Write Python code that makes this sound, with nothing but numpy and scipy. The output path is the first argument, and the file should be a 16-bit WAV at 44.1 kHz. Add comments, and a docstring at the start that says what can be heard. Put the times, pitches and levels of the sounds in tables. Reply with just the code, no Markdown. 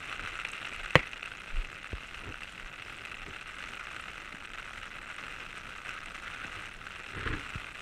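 """Rain on an umbrella held just above the microphone, on a grassy lake shore.
Each drop rings the taut cloth for a few milliseconds and bursts into spray, with bright splashes on standing water.
The shaft clacks against the camera: a hard crack, its rebound and ringing modes; the ribs chatter as noisy burrs.
Handling adds sinking knocks, rubs and scrapes made of random slips, and low rumble of filtered noise.
Behind it all, far rain on grass and water is a soft wash of coloured noise."""
import sys
import numpy as np
from scipy import signal
from scipy.fft import rfft, irfft
from scipy.io import wavfile

SR = 44100
rng = np.random.default_rng(int(sys.argv[2]) if len(sys.argv) > 2 else 0)


def pcm_store(signal):
    """Save signal as 16-bit PCM."""
    levels = np.round(np.clip(np.atleast_2d(signal), -1, 1) * 32767)
    wavfile.write(sys.argv[1], SR, levels.astype(np.int16).T)


N = 344421  # length [samples]

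# relative strength of the rain on the canopy: (time [s], level [dB])
SHOWER_LEVEL = [(0, -38.5), (0.93, -39), (1.1, -41), (1.7, -42), (2.55, -44), (3.65, -40), (4.38, -43.5),
                (4.55, -42), (5.6, -42), (6.2, -41), (6.4, -39.5), (6.67, -39), (6.69, -45), (6.82, -45.5),
                (6.9, -41), (7.8, -40.5)]
# brief flurries of denser rain: (time of the height [s], boost [dB])
RAIN_FLURRIES = [(3.1, 2), (5.89, 4), (7.27, 1.5)]
FLURRY_HALF_S = 0.045  # half-width of a flurry
# as the umbrella tips, the near drops move between taut and slacker cloth: (time [s], median ring [Hz])
CLOTH_PITCH = [(0, 2046), (2.9, 2202), (3.6, 1704), (6.0, 1478), (7.8, 1704)]
# heavy drops: (time [s], peak of the cloth sound before its spray [dB], ring of the cloth [Hz])
HEAVY_DROPS = [(0.0955, -27, 2720), (0.1146, -28, 1280), (0.1261, -24.5, 1450), (0.194, -25.5, 1370),
               (0.2364, -31, 1300), (0.25, -28, 1350), (0.26, -24.5, 2550), (0.2732, -24.5, 1370),
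               (0.3542, -26, 2600), (0.3895, -26.5, 1360), (0.3983, -24.5, 2740), (0.4494, -20, 2500),
               (0.5332, -25.5, 2630), (0.5791, -28.5, 2550), (0.617, -30.5, 1340), (0.6522, -25.5, 2600),
               (0.8593, -26, 1370), (0.906, -26, 2600), (1.1319, -26, 2700), (1.2292, -23.5, 2700),
               (1.257, -29, 2650), (1.275, -30, 1400), (1.3177, -29.5, 1310), (1.5687, -31, 2720),
               (1.6205, -39, 1390), (1.6473, -31, 2670), (1.8432, -26.5, 1310), (2.145, -28.5, 2720),
               (2.342, -28.5, 1470), (2.4192, -34, 1370), (2.432, -27.5, 2650), (2.822, -28, 2650),
               (2.985, -33.5, 2650), (3.0509, -28, 2690), (3.1426, -28.5, 2710), (3.639, -25.5, 1310),
               (3.776, -31, 2490), (3.8283, -34, 1400), (3.9313, -33, 1500), (3.964, -28, 1480),
               (3.9975, -30, 1310), (4.0824, -27, 1380), (4.1797, -27, 1420), (4.454, -31.5, 1450),
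               (4.534, -31, 1280), (4.5835, -30, 1460), (4.596, -33, 1460), (4.8303, -30.5, 1470),
               (4.9843, -33, 1390), (5.1005, -30, 1520), (5.182, -31.5, 1380), (5.2807, -30, 1480),
               (5.404, -34, 1450), (5.5732, -29.5, 1460), (5.8598, -30.5, 1420), (5.891, -25, 2520),
               (6.0292, -31.5, 1270), (6.279, -29, 1990), (6.3445, -34, 1360), (6.712, -36, 1430),
               (6.867, -28, 1540), (7.502, -28, 2300), (7.643, -29, 2650)]
# bright splashes on standing water: (time [s], peak [dB], pitch [Hz])
BRIGHT_SPLASHES = [(0.487, -35.5, 5640), (0.5171, -35, 8170), (0.6865, -41, 6200), (0.8584, -40, 6280),
                   (3.639, -49, 5630), (3.9638, -45, 7850), (4.8292, -45, 5760), (5.1625, -44, 8200),
                   (5.4041, -45, 5240), (5.5796, -43, 8200), (6.059, -40, 7700), (6.1489, -44, 6090)]


def rain(patter_db=-4.0, drizzle_db=-12, splash_db=-25.0, crowding=0.65, gust_db=0.71,
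         low_hz=1230, high_hz=2900, splash_low_hz=5200, splash_high_hz=9200, count=200):
    """A harder shower brings mostly more drops, and somewhat larger ones; heavy drops and splashes stand out."""
    t = np.arange(N) / SR
    flurries = sum(db * swell(s, FLURRY_HALF_S) for s, db in RAIN_FLURRIES)
    shower = undb(curve(SHOWER_LEVEL, t) + flurries + gust_db * walk(9))
    # density of drops, averaging 1
    crowd = unit(shower ** crowding) ** 2
    # where the median pitch falls in the row of spots, 0 = lowest, 1 = highest
    middle = np.log(curve(CLOTH_PITCH, t) / low_hz) / np.log(high_hz / low_hz)

    cloth = [drop(hz) + spray() for hz in np.geomspace(low_hz, high_hz, count)]
    water = [splash(hz) for hz in np.linspace(splash_low_hz, splash_high_hz, count)]
    out = undb(patter_db) * patter(cloth, crowd, middle, per_s=200, spread_db=1.0)
    out += undb(drizzle_db) * patter(cloth, crowd, middle, per_s=700, spread_db=-2.5)
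    out += undb(splash_db) * patter(water, crowd, 0.41, per_s=130, spread_db=3.0)
    # the density already carries part of the level; drop size carries the rest
    out *= shower / np.sqrt(crowd)

    for s, db, hz in HEAVY_DROPS:
        body = drop(hz, ring_share=0.092, flap=0.056, travel_s=0.00039,
                    soft_hz=7000, soft_spread=0.15, bend_width_hz=990)
        mist = spray(spray_db=-19.5, wet_spread_db=3.5)
        add(out, s, undb(db) * (body + mist))
    for s, db, hz in BRIGHT_SPLASHES:
        add(out, s, undb(db) * splash(hz))
    return out


def patter(spots, crowd, middle, per_s, spread_db, largest=2.4, stray_s=0.06):
    """Mixed drops land irregularly, per_s times crowd a second, half below place middle in spots; rms 1."""
    chance = rng.random((16384, 2))
    # the cap trims the loudest drops, or the faintest when spread_db is negative
    sizes = undb(spread_db * np.minimum(rng.standard_normal(len(chance)), largest))
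    fallen = np.cumsum(per_s * crowd) / SR
    due = np.searchsorted(fallen, np.arange(int(fallen[-1])))
    # exponent that puts half of the uniform draws below middle
    place = np.clip(np.broadcast_to(middle, N)[due], 0.05, 0.95)
    lean = np.log(place) / np.log(0.5)
    out = np.zeros(N)
    for s, power, (late, where), size in zip(due / SR, lean, chance, sizes):
        spot = spots[int(where ** power * len(spots))]
        add(out, (s + stray_s * late) % (N / SR), size * spot)
    return unit(out)


# relative colour of a drop on the cloth: (frequency [Hz], level [dB])
CANOPY_COLOUR = [(120, -30.5), (250, -18), (600, -13), (1030, -13), (1270, -1), (1500, -1.5), (1800, -8),
                 (2030, -2), (2250, -6), (2650, 0), (3150, -10.5), (4200, -15.5), (4800, -35), (12000, -49)]


def drop(hz, ring_t60=0.0054, ring_share=0.05, flap_t60=0.022, flap=0.073, travel_s=0.001803,
         soft_hz=5000, soft_spread=0.6, bend_hz=1900, bend_width_hz=1300, size=768):
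    """A soft or hard blow spreads: the cloth stirs, the main wave follows, the spot rings at hz; peak 1."""
    push = flap * rng.standard_normal(size) * fade(flap_t60, size)
    # the main wave arrives up to travel_s later
    push[min(int(travel_s * rng.random() * SR), size // 2)] += 1
    # a softer contact is duller
    contact_hz = np.clip(soft_hz * np.exp(soft_spread * rng.standard_normal()), 1200, SR / 3)
    push = signal.lfilter(*signal.butter(1, contact_hz, fs=SR), push)
    cloth = signal.fftconvolve(push, response(CANOPY_COLOUR))[:size]
    # velocity of the struck spot
    spot = np.gradient(ring(hz, ring_t60, size)) * SR / (2 * np.pi * hz)
    cloth = cloth + ring_share * signal.fftconvolve(cloth, spot)[:size]
    cloth = disperse(cloth, hz, bend_width_hz)
    return peak(disperse(cloth, bend_hz, bend_width_hz))


def disperse(x, hz, width_hz):
    """All-pass: bending waves near hz arrive late, so a blow swells over a few cycles."""
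    b, a = signal.iirpeak(hz, hz / width_hz, fs=SR)
    return signal.lfilter(a[::-1], a, x)


# relative colour of the fine spray: (frequency [Hz], level [dB])
SPRAY_COLOUR = [(800, -4), (2500, -2), (4000, -6), (4800, -4), (5900, -1), (6700, -8), (8200, -2),
                (9200, -7), (10300, -19), (13000, -17.5), (15500, -53)]


def spray(spray_db=-20.0, wet_spread_db=3.0, rise_s=0.0008, t60=0.022, size=768):
    """The drop bursts into a tiny hiss whose strength varies from drop to drop."""
    rise = 1 - np.exp(-np.arange(size) / SR / rise_s)
    burst = rng.standard_normal(size) * fade(t60, size) * rise
    hiss = peak(signal.fftconvolve(burst, response(SPRAY_COLOUR))[:size])
    return hiss * undb(spray_db + wet_spread_db * np.clip(rng.standard_normal(), -2, 2))


def splash(hz, burst_t60=0.0051, width_hz=1500, size=768):
    """A tiny noise burst, band-passed twice around a bright pitch of its own; peak 1."""
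    burst = rng.standard_normal(size) * fade(burst_t60, size)
    band = signal.iirpeak(hz, hz / width_hz, fs=SR)
    return peak(signal.lfilter(*band, signal.lfilter(*band, burst)))


# the shaft strikes, then rebounds more softly:
# (time [s], level before softening [dB], low-pass brightness [Hz], signed direction factor)
SHAFT_BLOWS = [(0.9548, 6.5, 7000, 0.52), (0.9606, -2.5, 900, -0.59)]
# relative colour of the crack: (frequency [Hz], level [dB])
CRACK_COLOUR = [(30, -21), (120, -3), (330, 5), (520, 6.5), (730, 7.5), (1100, 12), (1500, 3.5), (1950, 15),
                (2900, 1), (3700, -7.5), (5200, -23), (7000, -16), (8500, -42), (15500, -39)]
# ringing of shaft and camera: (frequency [Hz], level [dB], decay by 60 dB [s])
SHAFT_MODES = [(154, -11.5, 0.054), (302, -18.5, 0.039), (393, -40, 0.018), (514, -13, 0.04),
               (655, -20.5, 0.029), (925, -46, 0.018), (1580, -27, 0.039), (1850, -30, 0.048),
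               (2010, -28, 0.026), (2360, -40, 0.035), (2600, -16, 0.019), (3030, -17.5, 0.027),
               (4080, -29, 0.028), (7100, -45, 0.063)]


def clack(crack_db=0, bend_hz=1900, bend_width_hz=1300, travel_s=0.00145,
          shake_db=-30, shake_t60=0.16, low_hz=70, size=16384):
    """A hard crack runs down the shaft, rings it and sets ribs and cloth rattling."""
    crack = disperse(response(CRACK_COLOUR, size), bend_hz, bend_width_hz)
    crack = undb(crack_db) * peak(crack)
    modes = sum(undb(db) * ring(hz, t60, size) for hz, db, t60 in SHAFT_MODES)
    rattle = tint(rng.standard_normal(N), [(120, 4.5), (300, 8), (1000, -7), (1500, -9), (2400, 4),
                                           (3300, -20), (5000, -20), (12000, -42)])
    out = np.zeros(N)
    for s, db, hz, direction in SHAFT_BLOWS:
        softened = signal.lfilter(*signal.butter(1, min(hz, SR / 3), fs=SR), crack)
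        add(out, s, direction * undb(db) * softened)
    # the body answers once the wave has travelled along the shaft
    shake = undb(shake_db) * rattle[:size] * fade(shake_t60, size)
    add(out, SHAFT_BLOWS[0][0] + travel_s, modes + shake)
    # the clack carries little deep bass below low_hz
    return signal.lfilter(*signal.butter(2, low_hz, "high", fs=SR), out)


# the jolted ribs chatter against the cloth: (time [s], peak [dB])
RIB_TOUCHES = [(0.9635, -23), (0.968, -31), (0.9755, -29.5), (0.9922, -24), (1.002, -30), (1.007, -35),
               (1.015, -37), (1.027, -32), (1.032, -38)]
# relative colour of a touch: (frequency [Hz], level [dB])
RIB_COLOUR = [(300, -24), (900, -11), (1300, -6), (1600, -16), (2000, 6), (2500, 1), (3100, -13),
              (4500, -25), (12000, -51)]


def chatter(t60=0.03, size=2048):
    """Each touch of a rib is a short, noisy burr in the cloth."""
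    out = np.zeros(N)
    for s, db in RIB_TOUCHES:
        burst = rng.standard_normal(size) * fade(t60, size)
        burr = signal.fftconvolve(burst, response(RIB_COLOUR))
        add(out, s, undb(db) * peak(burr))
    return out


# dull knocks on the camera body: (time [s], peak of the thump [dB], starting pitch [Hz],
# decay by 60 dB [s], tick relative to the thump [dB])
BODY_KNOCKS = [(1.9316, -27, 139, 0.13, 0), (2.291, -32.5, 130, 0.056, -3), (4.3423, -39.5, 270, .024, -12),
               (6.447, -39, 360, 0.038, -22), (7.263, -29.5, 45, 0.13, -9), (7.302, -30, 115, 0.082, -19),
               (7.5556, -29.5, 189, 0.086, -13)]
# relative colour of the muffled tick: (frequency [Hz], level [dB])
TICK_COLOUR = [(40, -22), (150, 4.5), (420, -2), (800, -17), (2000, -28), (8000, -61)]
SETTLE_HZ, SETTLE_S = 30, 0.009  # pitch a thump sinks towards as the contact relaxes, and time constant


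def knocks(attack_s=0.00085, size=8192):
    """Soft blows: a muffled tick and a round thump that sinks in pitch."""
    out, t = np.zeros(N), np.arange(size) / SR
    tick = peak(response(TICK_COLOUR, size))
    for s, db, hz, t60, tick_db in BODY_KNOCKS:
        pitch = SETTLE_HZ + (hz - SETTLE_HZ) * np.exp(-t / SETTLE_S)
        tone = np.sin(2 * np.pi * np.cumsum(pitch) / SR)
        thump = tone * fade(t60, size) * (1 - np.exp(-t / attack_s))
        add(out, s, undb(db) * (peak(thump) + undb(tick_db) * tick))
    return out


# strokes of cloth on the camera, pressing harder until they let go:
# (time of the height [s], level [dB], time constant of the rise [s])
RUB_STROKES = [(0.24, -48, 0.054), (0.32, -55, 0.02), (2.235, -46, 0.025), (2.275, -41, 0.022),
               (2.303, -43, 0.008), (3.3, -46.5, 0.036), (6.42, -56, 0.02), (6.575, -49.5, 0.015),
               (7.177, -39, 0.026), (7.196, -38, 0.008), (7.228, -45, 0.008), (7.263, -34.5, 0.005),
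               (7.312, -34.5, 0.024), (7.339, -34, 0.013), (7.369, -41.5, 0.016), (7.395, -45, 0.01)]
# relative colour of the rub: (frequency [Hz], level [dB])
RUB_COLOUR = [(25, -23), (85, 2.5), (200, -12.5), (280, -4), (450, -8.5), (680, -29), (1000, -16.5),
              (2000, -16.5), (6000, -62), (15000, -85)]
STROKE_FALL_S = 0.022  # time constant with which every stroke lets go


def rubbing(slips_per_s=1300, grip_db=1.5):
    """Cloth drags on the camera case in short strokes, catching and slipping with a low rub."""
    strokes = [undb(db) * stroke(s, rise_s, STROKE_FALL_S) for s, db, rise_s in RUB_STROKES]
    pressure = np.max(strokes, axis=0)
    slips = rng.choice([-1, 1], N) * (rng.random(N) < slips_per_s / SR)
    return tint(slips, RUB_COLOUR) * pressure * undb(grip_db * walk(70))


def stroke(s, rise_s, fall_s):
    """Builds exponentially up to 1 at time s, then dies away."""
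    t = np.arange(N) / SR - s
    return np.exp(np.minimum(t / rise_s, -t / fall_s))


# rough scrapes of the weave: (time of the height [s], level [dB], half-width [s])
WEAVE_SCRAPES = [(2.273, -49, 0.021), (5.976, -41.5, 0.015), (6.261, -44, 0.02), (6.41, -44, 0.046),
                 (7.195, -42, 0.031), (7.234, -42.5, 0.017), (7.258, -39, 0.0093), (7.275, -31, 0.0051),
                 (7.289, -39.5, 0.0085), (7.336, -33, 0.0064), (7.36, -53, 0.012)]
# relative colour of a scrape: (frequency [Hz], level [dB])
SCRAPE_COLOUR = [(500, -45), (1000, -22), (1250, 1.5), (1480, 3), (1800, -2), (2700, -11.5), (3300, -12),
                 (4200, -22), (9000, -50), (15000, -75)]


def scraping(slips_per_s=750, slip_spread_db=2.5):
    """The weave catches and slips in short runs; each slip rings the cloth."""
    strength = undb(slip_spread_db * rng.standard_normal(N))
    slips = rng.choice([-1, 1], N) * strength * (rng.random(N) < slips_per_s / SR)
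    runs = sum(undb(db) * swell(s, half_s) for s, db, half_s in WEAVE_SCRAPES)
    return tint(slips, SCRAPE_COLOUR) * runs


# swings of the camera push air past the microphone:
# (time of the height [s], level before the sway_db trim [dB], half-width [s])
CAMERA_SWINGS = [(0.24, -46.5, 0.13), (0.79, -36, 0.06), (0.994, -34, 0.016), (1.568, -27, 0.044),
                 (1.66, -39, 0.04), (2.125, -41, 0.017), (2.21, -43, 0.044), (2.66, -37, 0.025),
                 (6.0, -48, 0.025), (7.282, -37, 0.1)]


def rumble(sway_db=-4, calm_db=-53, drift_db=1.5, cloth_db=-57.0, flutter_db=2.0):
    """Air sways past the microphone, most when the camera swings, and the whole canopy drums softly."""
    air = tint(rng.standard_normal(N), [(10, -11.5), (25, 9.0), (50, -9.0), (90, -21), (170, -41.0),
                                        (600, -50), (4000, -105)])
    drum = tint(rng.standard_normal(N), [(40, -12.0), (90, -0.5), (180, -2.0), (400, -7.0),
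                                         (900, -10.5), (3000, -40.5)])
    calm = undb(calm_db + drift_db * walk(6.2))
    swings = sum(undb(db) * swell(s, half_s) for s, db, half_s in CAMERA_SWINGS)
    sway = np.hypot(calm, swings)
    return air * undb(sway_db) * sway + drum * undb(cloth_db + flutter_db * walk(25))


# relative colour of the rain all around: (frequency [Hz], level [dB])
WASH_COLOUR = [(15, -31), (25, -18), (46, 10), (227, -9), (945, -13), (1380, 0.5), (1800, -4), (2630, -4),
               (3170, -5.5), (4620, -17), (8350, -22), (13200, -34.5), (15500, -72)]


def surroundings(wash_db=-55, waver_db=3.0):
    """Countless far drops on grass and water merge into a wash of wavering noise."""
    return tint(rng.standard_normal(N), WASH_COLOUR) * undb(wash_db + waver_db * walk(10))


def undb(db):
    """Decibels to gain."""
    return 10 ** (np.asarray(db) / 20)


def unit(x):
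    """Scale to rms 1."""
    return x / np.sqrt(np.mean(x ** 2))


def peak(x):
    """Scale to peak 1."""
    return x / np.max(np.abs(x))


def curve(rows, t):
    """Join (time, value) rows by straight lines."""
    return np.interp(t, *np.transpose(rows))


def swell(s, half_s):
    """A smooth bump of height 1 at time s, down to 1/e at half_s either side."""
    return np.exp(-((np.arange(N) / SR - s) / half_s) ** 2)


def walk(rate):
    """Random wander: normal draws, rate of them a second, joined by straight lines."""
    t = np.arange(N) / SR
    return np.interp(t * rate, np.arange(4096), rng.standard_normal(4096))


def fade(t60, size):
    """Exponential decay by 60 dB in t60 seconds."""
    return np.exp(-np.log(1000) * np.arange(size) / SR / t60)


def ring(hz, t60, size):
    """One struck mode: a decaying sine."""
    return fade(t60, size) * np.sin(2 * np.pi * hz * np.arange(size) / SR)


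def response(colour, size=1024):
    """Causal minimum-phase impulse response with a (frequency, level) spectrum."""
    hz, db = np.transpose(colour)
    f = np.maximum(np.arange(size // 2 + 1) * SR / size, 1)
    level_db = np.interp(np.log(f), np.log(hz), db)
    cepstrum = irfft(np.log(undb(level_db)))
    # fold the cepstrum forward in time
    cepstrum[1:size // 2] *= 2
    cepstrum[size // 2 + 1:] = 0
    return irfft(np.exp(rfft(cepstrum)))


def tint(x, colour):
    """Give a long signal a spectrum; rms 1."""
    return unit(signal.oaconvolve(x, response(colour, size=8192))[:N])


def add(out, s, sound):
    """Mix a short sound in at time s."""
    i = int(np.clip(s * SR, 0, N - 1))
    out[i:i + len(sound)] += sound[:N - i]


def scene():
    """Everything at one microphone under the umbrella, in open air."""
    near = rain() + clack() + chatter()
    handling = knocks() + rubbing() + scraping()
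    background = rumble() + surroundings()
    return (near + handling + background)[None]


TOP_HZ = 15400  # upper edge of the sound


def record(dry):
    """The camera clips at full scale and steeply cuts the top."""
    top_cut = signal.ellip(8, 0.2, 70, TOP_HZ, fs=SR, output="sos")
    return signal.sosfilt(top_cut, np.clip(dry, -1, 1))


dry = scene()
out = record(dry)
pcm_store(out)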